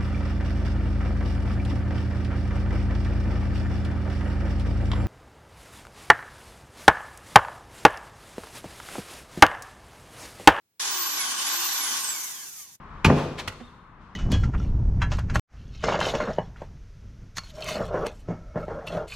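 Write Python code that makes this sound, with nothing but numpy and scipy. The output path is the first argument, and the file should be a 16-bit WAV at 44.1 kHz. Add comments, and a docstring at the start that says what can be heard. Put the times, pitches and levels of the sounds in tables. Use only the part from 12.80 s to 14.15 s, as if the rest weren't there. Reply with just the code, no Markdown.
"""Beanbag on a plywood board

A beanbag slaps onto a hollow board right by the microphone, in a big timber garage. Its pellets crunch;
the board booms, hops and knocks back on its legs. The bag slides off and a bag drops on the concrete.
A soft bump off to the right and two faint bird chirps follow, over a murmur from outdoors."""
import sys
import numpy as np
from scipy import signal
from scipy.fft import rfft, irfft
from scipy.io import wavfile
from scipy.ndimage import uniform_filter1d

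SR = 44100
rng = np.random.default_rng(int(sys.argv[2]) if len(sys.argv) > 2 else 0)


def pcm_store(signal):
    """Save signal as 16-bit PCM."""
    levels = np.round(np.clip(np.atleast_2d(signal), -1, 1) * 32767)
    wavfile.write(sys.argv[1], SR, levels.astype(np.int16).T)


N = 59535


# The hollow board, close up. Each row: mode in Hz, level in dB, t60 in seconds.
BOARD_MODES = [(59, -40, 0.046), (94, -10, .2), (147.1, -9.5, 0.44), (168.8, -8, 0.076), (197, -17.5, 0.2),
               (246.7, -21, 0.33), (264.2, -28, 0.15), (344.5, -16.5, 0.24), (390.5, -21.5, 0.24),
               (459, -32, 0.2), (539, -38.5, 0.35), (636.4, -29.5, 0.26), (696.6, -32.5, 0.4)]
# The bag's weight, then the legs knocking back.
# Each row: start in seconds, level in dB, contact in ms, bass cut in Hz.
BOARD_BLOWS = [(0.2518, -3.5, 2.2, 90), (0.2684, 7.5, 9.3, 27.2), (0.2868, -10.5, 1.6, 122),
               (0.3056, 5, 2.12, 200), (0.3134, -3.7, 2.5, 177), (0.3299, -6, 1.3, 165),
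               (0.3346, -10.5, 2.2, 142), (0.3701, -11, 6.4, 158)]

def board():
    """Blows drive the board's modes, which waver under the sliding bag; long contacts are duller."""
    hz = np.fft.rfftfreq(N, 1 / SR)
    push = 0
    for start, db, contact_ms, cut_hz in BOARD_BLOWS:
        softness = 1 / (1 + (hz * contact_ms / 1000) ** 2)
        bass_cut = hz ** 2 / (hz ** 2 + cut_hz ** 2)  # stiff legs give little bass
        push += undb(db) * softness * bass_cut * np.exp(-2j * np.pi * hz * start)
    return convolve(irfft(push, N), ring(BOARD_MODES, waver=.03))


# Cloth and pellets on the wood. Each row: peak in seconds, level in dB, attack and decay in seconds.
SLAP_BURSTS = [(.2468, -16.5, 0.00095, 0.0023), (.2502, -11.5, 0.0023, 0.0043), (.257, -17, 0.0007, 0.011)]
# Hard ticks within the slap. Each row: time in seconds, relative level in dB.
SLAP_TICKS = [(.249, 1.5), (0.258, -3), (0.2635, -9)]
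# The slap's tone at the microphone. Each row: frequency in Hz, relative level in dB.
SLAP_COLOUR = [(100, 1.5), (400, -2.5), (700, -3), (1100, 2), (1400, -1.5), (2600, 1.5), (3400, -6),
               (5000, -9.5), (8000, -21), (12000, -29), (15500, -52)]
# The plywood's upper ring, and its crack as the bag lands flat.
# Each row: mode in Hz, level in dB, t60 in seconds.
PLYWOOD_MODES = [(890, -17.5, 0.075), (1115, -23, 0.05), (1605, -28, 0.055), (2120, -27, .04),
                 (2345, -22, 0.045), (3200, -28, .04), (4257, -31, .025), (5010, -32, .02)]
CRACK_MODES = [(1130, -7.5, .012), (2530, -2.5, .011)]

def slap():
    """Pellets crunch on the plywood and hard ticks ring it briefly; the finest grains scatter wide."""
    pellets, ticks = bursts(SLAP_BURSTS, grain_db=4.5), np.zeros(N)
    for start, db in SLAP_TICKS:
        ticks[int(start * SR)] = undb(db)
    smack = colour(pellets + undb(-10) * ticks, SLAP_COLOUR)
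    smack += convolve(ticks + undb(-36.5) * pellets, strike(0, PLYWOOD_MODES, rise_s=.00044))
    smack += strike(.2481, CRACK_MODES, rise_s=.0005)
    smack[int(.2638 * SR)] += undb(-19)  # a last bright snap of the cloth
    grains = bursts(SLAP_BURSTS, grain_db=9)
    scatter = colour(grains, [(300, -8), (3000, 6.5), (6000, 2), (15000, -17)])
    return place(smack, pan_db=0, angle=1, treble_pan_db=-1) + undb(-17.5) * sideways(scatter)


# The frame rattling and a leg's hard edge clacking down, close by.
# Each row: peak in seconds, level in dB, attack and decay in seconds.
RATTLE_BURSTS = [(.288, -21.5, 0.0085, 0.017), (.303, -16.5, 0.0052, 0.016), (.329, -25.5, 0.0035, 0.0099),
                 (.372, -27.5, 0.004, 0.099)]
CLACK_BURSTS = [(.3004, -24, .0006, .004)]
# Their tones. Each row: frequency in Hz, relative level in dB.
RATTLE_COLOUR = [(60, -5), (190, 2), (370, 5), (720, -1.5), (1050, -1.5), (1400, -7), (1900, -15),
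                 (2700, -35.5), (15000, -63)]
CLACK_COLOUR = [(400, -13), (1000, 21), (1400, -6), (1950, -1), (2800, -32), (15000, -76)]
# The leg's ring. Each row: mode in Hz, level in dB, t60 in seconds.
LEG_MODES = [(1002, -14.5, 0.031), (1874, -15, 0.015)]

def legs():
    """The hopping board rattles its legs and frame; one leg clacks down and rings."""
    rattle = colour(bursts(RATTLE_BURSTS, grain_db=3), RATTLE_COLOUR)
    clack = colour(bursts(CLACK_BURSTS, grain_db=1.5), CLACK_COLOUR)
    return rattle + clack + strike(CLACK_BURSTS[0][0], LEG_MODES, rise_s=.0011)


# Cloth on the board, then its edge. Each row: peak in seconds, level in dB, attack and decay in seconds.
SLIDE_BURSTS = [(.388, -39, 0.026, 0.071), (.6, -31.5, 0.012, 0.014)]
# The rubbing's tone. Each row: frequency in Hz, relative level in dB.
SLIDE_COLOUR = [(100, -15), (700, -5), (1000, 5.5), (1350, -5.5), (1650, 1.5), (2600, 0), (3700, -2.5),
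                (6000, -12), (10000, -21.5), (15000, -32)]

def slide():
    """The bag rubs across the board and slips off, a little left of the microphone."""
    rub = cloth(SLIDE_BURSTS, SLIDE_COLOUR, spread_db=-5.5)
    return place(rub, pan_db=4.5, angle=.49, treble_pan_db=-9)


# A bag on the garage floor. Each row: peak in seconds, level in dB, attack and decay in seconds.
DROP_BURSTS = [(.6772, -28.5, 0.00092, 0.003), (.682, -27, 0.002, 0.0071)]
# The thud and smack of its weight. Each row: mode in Hz, level in dB, t60 in seconds.
THUD_MODES = [(92.2, -27.5, 0.1), (1360, -22.5, 0.02)]
# Its tone, direct and off nearby surfaces. Each row: frequency in Hz, relative level in dB.
DROP_COLOUR = [(40, -5.5), (110, 2), (450, -7), (1400, -0.5), (1900, -3.5), (2600, 0), (3200, -2.5),
               (5200, -12), (9000, -19.5), (15000, -27.5)]
REFLECTION_COLOUR = [(200, -27), (700, -17), (1600, -7), (3000, -22), (15000, -15)]
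# Bounces off those surfaces. Each row: delay in seconds, level in dB.
REFLECTIONS = [(0.0209, -17), (.044, -21)]

def drop():
    """A bag hits the concrete; nearby surfaces throw the sound back."""
    hit = cloth(DROP_BURSTS, DROP_COLOUR, spread_db=.5)
    hit += strike(DROP_BURSTS[0][0], THUD_MODES, rise_s=.0005)
    bounce = colour(hit, REFLECTION_COLOUR)
    echoes = sum(undb(db) * np.roll(bounce, int(delay * SR), axis=1) for delay, db in REFLECTIONS)
    return place(hit + echoes, pan_db=.1, angle=1, treble_pan_db=-5)


# A soft bump. Each row: peak in seconds, level in dB, attack and decay in seconds.
BUMP_BURSTS = [(.805, -42.5, 0.0037, 0.011)]
# Its ring, off to the right. Each row: mode in Hz, level in dB, t60 in seconds.
BUMP_MODES = [(237.7, -36, 0.19), (487, -46, 0.07), (745, -34, 0.033)]
# Its dull tone. Each row: frequency in Hz, relative level in dB.
BUMP_COLOUR = [(100, -4), (400, 9), (750, -7), (1400, -2), (3000, -9), (15000, -53)]

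def bump():
    """A dull knock that leaves one low note."""
    note = place(strike(.806, BUMP_MODES, rise_s=.0036), pan_db=-9, angle=.91)
    return note + colour(bursts(BUMP_BURSTS, grain_db=-1.5), BUMP_COLOUR)


# A bird, faint at the microphone.
# Each row: start and length in seconds, first and last pitch in Hz, level in dB.
CHIRPS = [(0.818, 0.049, 3625, 3655, -54.5), (0.862, 0.036, 3910, 3380, -55)]

def bird():
    """Short gliding whistles, slightly hoarse from a jitter in pitch."""
    t, song = times(), 0
    jitter = uniform_filter1d(rng.standard_normal(N), size=120)
    for start, length, first_hz, last_hz, db in CHIRPS:
        progress = np.clip((t - start) / length, 0, 1)
        hz = (first_hz + (last_hz - first_hz) * progress) * (1 + .016 * jitter / jitter.std())
        song += undb(db) * np.sin(np.pi * progress) ** 2 * np.sin(2 * np.pi * np.cumsum(hz) / SR)
    return song


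# The big timber garage. Each row: frequency in Hz, t60 in seconds.
GARAGE_T60 = [(100, 0.93), (400, 0.87), (1500, 0.57), (4000, 0.85), (8000, 0.77), (14000, 1.3)]
# Its echo at the microphone. Each row: frequency in Hz, band level in dB.
GARAGE_LEVELS = [(60, -9.5), (200, -14.5), (500, -5.5), (1200, -11), (2500, -12), (5000, -6.5), (9000, -8),
                 (15000, -17)]

def garage(sound, build_s=.014):
    """A dense echo builds up among the rafters; each half-octave band fades at its own rate."""
    t, noise, response = times(), rfft(diffuse()), 0
    octave = np.log2(np.maximum(np.fft.rfftfreq(N, 1 / SR), 1))
    for hz in 31.25 * 2 ** np.arange(0, 9.5, .5):
        band = irfft(noise * np.maximum(1 - 2 * abs(octave - np.log2(hz)), 0), N)
        fade = (1 - np.exp(-t / build_s)) * np.exp(-np.log(1000) * t / at_hz(GARAGE_T60, hz))
        response += band * fade / np.sqrt(np.sum(fade ** 2)) * undb(at_hz(GARAGE_LEVELS, hz))
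    return place(convolve(sound, response), pan_db=1.5, angle=.6)


# The far murmur and its hiss. Each row: frequency in Hz, relative level in dB.
MURMUR_COLOUR = [(15, -19.5), (28, 4.5), (60, 0), (110, -4.5), (160, -2), (220, -7.5), (330, -14),
                 (550, -19), (800, -15.5), (1080, -6.5), (1500, -14.5), (2100, -22.5), (3200, -33),
                 (5000, -46.5), (15000, -72)]
HISS_COLOUR = [(500, -21), (3000, 10.5), (6000, -1), (10000, -15), (15000, -41)]
# Their rise and fall. Each row: time in seconds, level in dB.
MURMUR_LEVELS = [(0, -43), (.2, -42), (.4, -44.5), (.9, -50), (1.35, -48)]
HISS_LEVELS = [(0, -71.5), (.5, -56.5), (1.15, -94), (1.22, -69), (1.35, -71)]

def outdoors():
    """Distant rumble and murmur through the open door, a little to the left, with a thin hiss."""
    murmur = colour(diffuse(), MURMUR_COLOUR) * curve(MURMUR_LEVELS)
    hiss = colour(diffuse(), HISS_COLOUR) * curve(HISS_LEVELS)
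    return place(murmur + hiss, pan_db=3.5, angle=.78)


# Stereo width at the microphone. Each row: frequency in Hz, side against mid in dB.
WIDTH = [(50, -28), (200, -30), (500, -11.5), (1200, -7), (2500, -4.5), (5000, -0.5), (12000, 2.5)]

def diffuse():
    """Noise from all around: alike at both microphone ports in the bass, unrelated in the treble."""
    mid, side = rfft(rng.standard_normal((2, N)))
    width = undb(at_hz(WIDTH, np.fft.rfftfreq(N, 1 / SR)))
    return irfft(np.array([mid + width * side, mid - width * side]) / np.sqrt(1 + width ** 2), N)


def cloth(rows, shape, spread_db):
    """A bag rubbing or landing: pellet noise, wider in the treble."""
    side = colour(colour(bursts(rows, grain_db=3), WIDTH), shape)
    mid = colour(bursts(rows, grain_db=1), shape)
    return mid + undb(spread_db) * sideways(side)


# The microphone's left port trails its right. Each row: frequency in Hz, lag in radians at angle 1.
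PORT_LAG = [(60, 0.067), (200, 0.1), (500, 0.23), (1200, 0.43), (2700, 0.59), (6000, 1), (12000, 0.11)]

def place(sound, pan_db, angle, treble_pan_db=0):
    """Two microphone ports: a level difference (positive is left) and a lag that grows with angle."""
    hz = np.fft.rfftfreq(N, 1 / SR)
    left, right = rfft(np.broadcast_to(sound, (2, N)))
    pan = pan_db + treble_pan_db * hz / (hz + 6000)
    shift = undb(pan / 2) * np.exp(-.5j * angle * at_hz(PORT_LAG, hz))
    return irfft(np.array([left * shift, right / shift]), N)


def sideways(sound):
    """Opposite polarity left and right, heard as width."""
    return sound * np.array([[1], [-1]])


def ring(modes, waver=0, waver_s=.025):
    """The fading tones of a struck object; each drifts on its own by about `waver` of its pitch."""
    t, tones = times(), 0
    for hz, db, t60 in modes:
        drift = uniform_filter1d(rng.standard_normal(N), int(waver_s * SR))
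        clock = t + waver * np.cumsum(drift / drift.std() * (1 - np.exp(-t / t60))) / SR
        tones += undb(db) * np.cos(2 * np.pi * hz * clock) * np.exp(-np.log(1000) * t / t60)
    return tones


def strike(start_s, modes, rise_s):
    """One blow: the modes swell during the contact, then fade."""
    t = times()
    return np.interp(t - start_s, t, ring(modes) * (1 - np.exp(-t / rise_s)), left=0)


def bursts(rows, grain_db):
    """Dense ticks, uneven by grain_db, that swell to each row's peak and die away."""
    t, power = times(), 0
    for peak, db, attack, decay in rows:
        falloff = np.where(t < peak, ((t - peak) / attack) ** 2 / 2, (t - peak) / decay)
        power += (undb(db) * np.exp(-falloff)) ** 2
    ticks = rng.choice([-1, 1], N) * undb(grain_db * rng.standard_normal(N))
    return np.sqrt(power) * ticks / ticks.std()


def colour(sound, shape):
    """Causal filter with a (Hz, dB) shape; white noise keeps its level."""
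    size = 8192
    gain = undb(at_hz(shape, np.fft.rfftfreq(size, 1 / SR)))
    cepstrum = irfft(np.log(gain / np.sqrt(np.mean(gain ** 2))))
    cepstrum[1:size // 2] *= 2  # fold to minimum phase
    cepstrum[size // 2 + 1:] = 0
    return convolve(sound, irfft(np.exp(rfft(cepstrum))))


def convolve(sound, response):
    """Pass a sound through a response."""
    return irfft(rfft(sound, 2 ** 17) * rfft(response, 2 ** 17))[..., :N]


def curve(points):
    """Gain over time from (s, dB) points."""
    return undb(np.interp(times(), *np.array(points, float).T))


def at_hz(points, hz):
    """Read (Hz, value) points on a log-frequency axis."""
    freqs, values = np.array(points, float).T
    return np.interp(np.log(np.maximum(hz, 1)), np.log(freqs), values)


def undb(db):
    """Decibels to gain."""
    return 10 ** (np.asarray(db) / 20)


def times():
    """Each sample's time in seconds."""
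    return np.arange(N) / SR


def scene():
    """All that reaches the microphone: each source, its share of the echo, and the outdoors."""
    wood = place(board() + legs(), pan_db=.5, angle=1)
    hit = slap() + wood
    rub, landing, chirps, knock = slide(), drop(), bird(), bump()
    into_room = hit + rub + undb(-2) * landing + undb(-2.5) * knock + undb(3.5) * chirps
    return hit + rub + landing + knock + chirps + garage(into_room.mean(axis=0)) + outdoors()


def record(dry):
    """The recorder clips peaks at full scale and cuts the top above 15.2 kHz."""
    lowpass = signal.ellip(8, .2, 80, 15200, fs=SR, output="sos")
    return signal.sosfilt(lowpass, np.clip(dry, -1, 1))


dry = scene()
out = record(dry)
pcm_store(out)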